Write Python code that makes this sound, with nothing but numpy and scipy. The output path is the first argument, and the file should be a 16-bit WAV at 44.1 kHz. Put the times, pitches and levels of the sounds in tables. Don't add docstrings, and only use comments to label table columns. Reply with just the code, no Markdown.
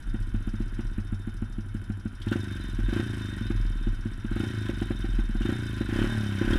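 import sys
import numpy as np
from scipy import signal
from scipy.fft import rfft, irfft, next_fast_len
from scipy.io import wavfile
from scipy.ndimage import uniform_filter1d, map_coordinates

SR = 44100
rng = np.random.default_rng(int(sys.argv[2]) if len(sys.argv) > 2 else 0)


def to_wav(s):
    ch = np.atleast_2d(s).T
    pcm = np.round(np.clip(ch, -1, 1) * 32767)
    wavfile.write(sys.argv[1], SR, pcm.astype(np.int16))


def level_to_linear(level):
    exponent = np.asarray(level, float) / 20
    return 10 ** exponent


N = 290178

# freq_hz, density_db [dB per Hz]
RUMBLE_SPECTRUM = [(8.8, -22), (15, -51), (102, 4), (152, -18.5), (231, -13), (337, -21), (484, -36.5),
                   (1030, -34), (1140, -36.5), (1400, -24), (1820, -38.5), (3080, -120)]
# freq_hz, level_db [dB rms]
WHINE_TONES = [(10645, -71), (10695, -81.5)]
# start_s, peak_db, pitch_hz, t60_s
KNOCK_EVENTS = [
    (2.216, -40.5, 3240, 0.08),
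    (2.258, -44, 1820, 0.072),
    (2.283, -37.5, 3300, 0.049),
    (2.32, -40, 2900, 0.092),
    (2.324, -29.5, 1500, 0.087),
    (4.911, -45, 1430, 0.061),
    (5.418, -43.5, 2950, 0.16),
    (6.532, -30, 3250, 0.041),
]
# cycle_share, level_db, t60_s, dull_weight
VALVE_TICKS = [
    (.02, 7, .013, .1),
    (.04, 1, .05, .2),
    (.34, 3, .012, .5),
    (.35, -2, .045, .9),
    (.38, -4, .09, 1.5),
]
# freq_hz, width_hz, level_db
HEAD_MODES = [(4966, 23, 9.5), (5444, 30, 10), (5740, 5.2, 14.5), (6270, 130, 7.5), (7280, 210, -3.5),
              (8270, 37, 11), (9700, 110, -48), (10020, 53, 7.5), (10400, 97, -12), (10870, 72, 5)]
# freq_hz, density_db [dB per Hz]
HISS_SPECTRUM = [(2470, -8.5), (4200, -1.5), (4520, -7.5), (5330, 5.5), (6850, -5), (8240, -2),
                 (10500, -0.5), (13700, -19), (14900, -45)]
# freq_hz, width_hz, level_db
CASE_MODES = [(565, 44, -12), (1009, 33, -3.5), (1527, 110, 2.5), (1880, 10, 3), (2196, 21, -3),
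              (2605, 60, -6), (3065, 130, -4)]
# freq_hz, density_db [dB per Hz]
RATTLE_SPECTRUM = [(250, -16), (420, -9), (627, -11.5), (1030, -2.5), (1140, -8.5), (1530, 8.5),
                   (2020, -1.5), (3650, -15), (4600, -76), (5980, -51), (10100, -120)]
# freq_hz, width_hz, level_db
FIN_MODES = [(3636, 17, 0), (3846, 18, -13), (3976, 20, -11)]
# freq_hz, width_hz
FRAME_MODE = (37.5, 5.9)
# time_s, level_db
SEAT_COUPLING = [(0, 6.5), (.7, 3.5), (1.0, 3.5), (1.6, 2.5), (2.2, -5.5), (2.5, -7), (2.85, 2.5),
                 (3.45, -3), (3.75, 3.5), (4.15, 0.5), (4.4, -3.5), (4.8, -2), (5.3, 1.5), (5.5, 3),
                 (6.05, 1.5), (6.35, -15), (6.55, 14)]
# freq_hz, width_hz, lazy_burn_db, hard_burn_db
BURN_PIPE_MODES = [(78.4, 38, -11, -20), (100.9, 7, -2, -11), (215.7, 24.2, 1.5, -6.5),
                   (278.4, 64, -16.5, -2.5), (336, 26.7, -11.5, -5), (519, 43, -41, -7.5),
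                   (797, 72, -28, -28.5)]
# freq_hz, width_hz, level_db, top_revs_extra_db
PUMP_PIPE_MODES = [(70, 12, -24, -2), (104.3, 15.5, 2.5, -1), (206.8, 19.2, -4.5, 5),
                   (276, 25.3, -6.5, -9.5), (347.7, 19.5, -10.5, -2.5), (574, 28, -39.5, 23.5),
                   (765, 42, -35, 19)]
# freq_hz, width_hz, level_db
BARK_MODES = [(515, 71, -2), (783, 98, 0), (1500, 270, 1), (2900, 630, -11)]
# start_s, cycles_since_last_listed_cycle, pop_db
LONE_BURNS = [(0.1438, 1, -21.8), (0.3447, 3, -22.9), (0.4749, 2, -22.4), (0.5395, 1, -25.3),
              (0.6044, 1, -22.4), (0.7917, 3, -21.9), (0.9826, 3, -23.4), (1.1261, 2, -24.3),
              (1.275, 2, -24.0), (1.4231, 2, -24.4), (1.5845, 2, -25.1), (1.7487, 2, -24.1),
              (1.9001, 2, -25.0), (2.0573, 2, -24.2), (2.2093, 2, -32), (2.7353, 9, -32),
              (2.7899, 1, -21.1), (3.4124, 11, -23.8), (3.5041, 2, -19.3), (3.871, 7, -21.8),
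              (4.0576, 3, -22.8), (4.6936, 7, -18.0), (4.8183, 3, -17.9), (4.9068, 2, -18.5),
              (5.044, 3, -19.9), (5.1895, 3, -19.9), (5.2957, 2, -26.2), (5.8103, 8, -18.1),
              (6.0711, 1, -21.6), (6.4146, 12, -15.4)]
# first_burn_s, cycles_since_last_listed_cycle, last_burn_s, burn_count,
# hardest_pop_db
THROTTLE_BLIPS = [
    (2.2696, 1, 2.3576, 3, -17.0),
    (2.8863, 2, 2.997, 4, -17.2),
    (4.2479, 3, 4.4359, 5, -18.6),
    (5.3521, 1, 5.5243, 5, -18.3),
    (5.8905, 2, 6.0428, 6, -16.4),
    (6.447, 1, 6.5563, 5, -16.0),
]

FLYWHEEL_GAIN_PER_S2, DRAG_PER_S = 180, .55
OPENING_DB, CLOSING_DB = 3.5, 1
UNLIT_DB = -32
UPRIGHT_S, UPRIGHT_DB = 2.5, 2


def unit(x):
    return x / np.sqrt(np.mean(x ** 2) + 1e-20)


def steady(x, span_s):
    size = int(span_s * SR)
    power = uniform_filter1d(uniform_filter1d(x ** 2, size=size), size=size)
    return x / np.sqrt(np.abs(power) + 1e-12)


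def filtered(x, response):
    m = next_fast_len(N + SR // 2)
    return irfft(rfft(x, m) * response(np.fft.rfftfreq(m, 1 / SR)), m)[:N]


def colour(points):
    f, db = np.transpose(points)
    return lambda hz: level_to_linear(np.interp(np.log(hz + 1), np.log(f + 1), db))


def resonances(modes):
    def response(f):
        total = 0
        for k, (hz, width, db) in enumerate(modes):
            total = total + (-1) ** k * level_to_linear(db) * 1j * f * width / (hz * hz - f * f + 1j * f * width)
        return total
    return response


def strikes(times_s, gains, t60_s):
    at = np.clip(np.round(times_s * SR).astype(int), 0, N - 1)
    inside = (times_s > 0) * (times_s < N / SR)
    kicks = np.bincount(at, gains * inside, N)
    return signal.lfilter([1], [1, -level_to_linear(-60 / (t60_s * SR))], kicks)


def grit(per_s, spread_db):
    hits = rng.random(N) < per_s / SR
    return unit(hits * rng.standard_normal(N) * level_to_linear(spread_db * rng.standard_normal(N)))


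def background():
    t = np.arange(N) / SR
    whine = sum(level_to_linear(db + 0.5) * np.sin(2 * np.pi * hz * t) for hz, db in WHINE_TONES)
    rumble = unit(filtered(rng.standard_normal(N), colour(RUMBLE_SPECTRUM)))
    return level_to_linear(-41.5) * rumble + whine


def knocks():
    out, t = np.zeros(N + SR), np.arange(SR // 6) / SR
    for start_s, db, hz, t60_s in KNOCK_EVENTS:
        b, a = signal.iirpeak(hz, 9.5, SR)
        ring = unit(signal.lfilter(b, a, rng.standard_normal(len(t))))
        contact = 0.035 * rng.standard_normal(len(t))
        shape = level_to_linear(-60 * t / t60_s) * (1 - np.exp(-t / 0.002))
        out[round(start_s * SR):][:len(t)] += level_to_linear(db) * (ring + contact) * shape
    return out[:N]


def burns():
    rows = list(LONE_BURNS)
    for first_s, before, last_s, n, top_db in THROTTLE_BLIPS:
        k = np.arange(n)
        mean_rate = (n - 1) / (last_s - first_s)
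        gaps = (mean_rate ** 2 + FLYWHEEL_GAIN_PER_S2 * (k[1:] - n / 2)) ** -.5
        s = first_s + np.r_[0, np.cumsum(gaps)] * (last_s - first_s) / gaps.sum()
        opening = OPENING_DB * np.clip(1 - k / (n - 2), 0, 1) ** 1.5
        db = top_db - opening - CLOSING_DB * (k == n - 1)
        rows += zip(s, np.r_[before, k[1:] > 0], db)
    rows.sort()
    cycles = [(rows[0][0] - .0677, 1, UNLIT_DB), rows[0]]
    for (start, _, _), (end, n, db) in zip(rows, rows[1:]):
        share = np.arange(1, n) / n * (1 - np.exp(-DRAG_PER_S * (end - start)))
        unlit_s = start - np.log(1 - share) / DRAG_PER_S
        cycles += [(s, 1, UNLIT_DB) for s in unlit_s] + [(end, 1, db)]
    return np.transpose(cycles)


def crank():
    s, steps, _ = burns()
    done = np.cumsum(steps)
    times = np.r_[s[0] - 2 * (s[1] - s[0]), s, s[-1] + 2 * (s[-1] - s[-2])]
    return times, np.r_[done[0] - 2, done, done[-1] + 2]


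def effort_db(base_db, speed_power, load_db):
    s, _, pop_db = burns()
    times, done = crank()
    rate = np.interp(np.arange(N) / SR, times, np.gradient(done, times))
    lead_s = .03
    torque = strikes(s - lead_s, level_to_linear(1.1 * (pop_db + 14)), t60_s=0.1)
    load = np.tanh(uniform_filter1d(torque, size=SR // 30))
    return base_db + speed_power * 20 * np.log10(rate / 20) + load_db * load


def valves():
    times, done = crank()
    count = np.arange(done[0], done[-1])
    early_s = .008
    bright, dull = np.full(N, .23), np.full(N, .16)
    for share, db, t60_s, dull_weight in VALVE_TICKS:
        r = rng.standard_normal((len(count), 2))
        at_s = np.interp(count + share + .004 * r[:, 0], done, times) - early_s
        tick = strikes(at_s, level_to_linear(db + 3 * r[:, 1]), t60_s)
        bright, dull = bright + tick, dull + dull_weight * tick

    def below(hz):
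        return 1 / (1 + (hz / 6600) ** 12)

    noise = level_to_linear(5) * filtered(dull * rng.standard_normal(N), below)
    noise = noise + filtered(bright * rng.standard_normal(N), lambda hz: 1 - below(hz))
    ringing = unit(filtered(noise, lambda hz: resonances(HEAD_MODES)(hz) * (hz > 4300)))
    hiss = unit(filtered(noise, colour(HISS_SPECTRUM)))
    level_db = effort_db(base_db=-61.5, speed_power=1.35, load_db=2.8)
    return level_to_linear(level_db) * steady(level_to_linear(-5) * ringing + level_to_linear(-2) * hiss, span_s=.2)


def cases():
    s, _, pop_db = burns()
    jolt = 1 + strikes(s + 0.0052, level_to_linear(pop_db + 15.5), t60_s=0.029)
    drive = [(.8 * grit(1200, 3.5) + .6 * rng.standard_normal(N)) * jolt for _ in range(3)]
    ringing = unit(filtered(drive[0], resonances(CASE_MODES)))
    broad = unit(filtered(drive[1], colour(RATTLE_SPECTRUM)))
    rattle_db = effort_db(base_db=-50, speed_power=1.6, load_db=11.4)
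    rattle_db = rattle_db - UPRIGHT_DB * (np.arange(N) < UPRIGHT_S * SR)
    rattle = level_to_linear(rattle_db) * steady(level_to_linear(-2.0) * ringing + level_to_linear(-3.0) * broad, span_s=0.48)

    times, done = crank()
    count = np.arange(done[-1])
    seating = 0
    for share in (-.06, .28):
        seating = seating + strikes(np.interp(count + share, done, times), np.ones(len(count)), t60_s=.06)
    fin_drive = (0.28 * drive[2] + rng.standard_normal(N)) * (0.29 + seating)
    fin_db = -56.5 + 1.07 * (np.clip(rattle_db, -58, -46) + 48.5)
    return rattle + level_to_linear(fin_db) * unit(filtered(fin_drive, resonances(FIN_MODES)))


def frame():
    times, done = crank()
    t = np.arange(N) / SR
    turn = uniform_filter1d(np.interp(t, times, done), size=SR // 14)
    rate_hz = uniform_filter1d(np.gradient(turn) * SR, size=SR // 8)
    hz, width_hz = FRAME_MODE
    shake = 0
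    for order, db in ((1, 9), (2, 12), (2.5, -4), (3, -2)):
        f = np.maximum(order * rate_hz, 1)
        near = (f / hz) ** 2 / np.hypot(1, (f - hz) / width_hz) ** 2
        shake = shake + level_to_linear(db) * near * np.sin(2 * np.pi * order * turn + 2 * np.pi * rng.random())
    sway_db = 2.5 * map_coordinates(rng.standard_normal(90), [t * 11])
    return level_to_linear(-36 + np.interp(t, *np.transpose(SEAT_COUPLING)) + sway_db) * shake


def puffs(times_s, gains, modes, mode_db, crest_s, heat, uneven_db):
    t = np.arange(SR // 5) / SR
    out = np.zeros(N + len(t))
    scatter = uneven_db * rng.standard_normal((len(times_s), len(modes) + 1))
    hz, width = np.transpose(modes)[:2, :, None]
    decay = np.exp(-np.pi * width * t)
    rise = 1 - np.exp(-(t / .0011) ** 2)
    for s, gain, db, lag, warm, r in zip(times_s, gains, mode_db, crest_s, heat, scatter):
        pitch_hz = hz * (warm + r[0] / 100)
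        wave = np.cos(2 * np.pi * pitch_hz * (t - np.reshape(lag, (-1, 1))))
        ring = level_to_linear(db + r[1:])[:, None] * decay * wave
        out[max(round((s - .0017) * SR), 0):][:len(t)] += gain * ring.sum(0) * rise
    return out[:N]


def burn_pops(s, pop_db, lit):
    hard = np.clip((pop_db + 24.5) / 6.5, 0, 1)
    low_hz, _, lazy_db, hard_db = np.transpose(BURN_PIPE_MODES)
    mode_db = lazy_db + hard[:, None] * (hard_db - lazy_db)
    crest_s = (.0039 - .0004 * hard)[:, None] + .001 * (low_hz < 150)
    return puffs(s, lit * level_to_linear(pop_db - .7), BURN_PIPE_MODES, mode_db, crest_s, .99 + .035 * hard, uneven_db=1.5)


def gas_bark(s, pop_db, lit):
    gas = strikes(s + 0.00067, lit * level_to_linear(1.23 * (pop_db + 18.0)), t60_s=0.11) * rng.standard_normal(N)
    return level_to_linear(-26.5) * filtered(gas, resonances(BARK_MODES))


def pumping(s, lit):
    times, done = crank()
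    count = np.arange(done[1], done[-1])
    every_s = np.interp(count, done, times)
    unlit = 1 - .9 * np.interp(count, done[1:-1], lit)
    top_revs = np.clip((1 / np.gradient(every_s) - 28) / 8, 0, 1)
    at = np.minimum(every_s * SR, N - 1).astype(int)
    level_db = np.minimum(effort_db(base_db=-37.5, speed_power=1.62, load_db=-7), -32.5)
    suck = unlit * level_to_linear(level_db[at] + 6.0)
    cold_db, extra_db = np.transpose(PUMP_PIPE_MODES)[2:]
    mode_db = cold_db + top_revs[:, None] * extra_db
    heat = 0.8654 + 0.25 * np.tanh(strikes(s, lit, t60_s=1.56)[at] / 3.97)
    trough_s = np.full(len(count), .0016)
    return puffs(every_s, -suck, PUMP_PIPE_MODES, mode_db, trough_s, heat, uneven_db=.4)


def muffler(hz):
    return 1 - 0.81 * np.exp(-(np.log(hz / 480 + 0.0011) / 0.21) ** 2)


def exhaust():
    s, _, pop_db = burns()
    lit = np.clip((pop_db + 29) / 3, 0, 1)
    return filtered(burn_pops(s, pop_db, lit) + pumping(s, lit), muffler) + gas_bark(s, pop_db, lit)


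def scene():
    return (background() + knocks() + valves() + cases() + frame() + exhaust())[None]


def band_limit(x):
    return signal.sosfilt(signal.butter(12, 15090, fs=SR, output="sos"), x)


def record(dry):
    mix = dry / (1 + np.abs(dry) ** 4) ** (1 / 4)
    return band_limit(mix)


dry = scene()
out = record(dry)
to_wav(out)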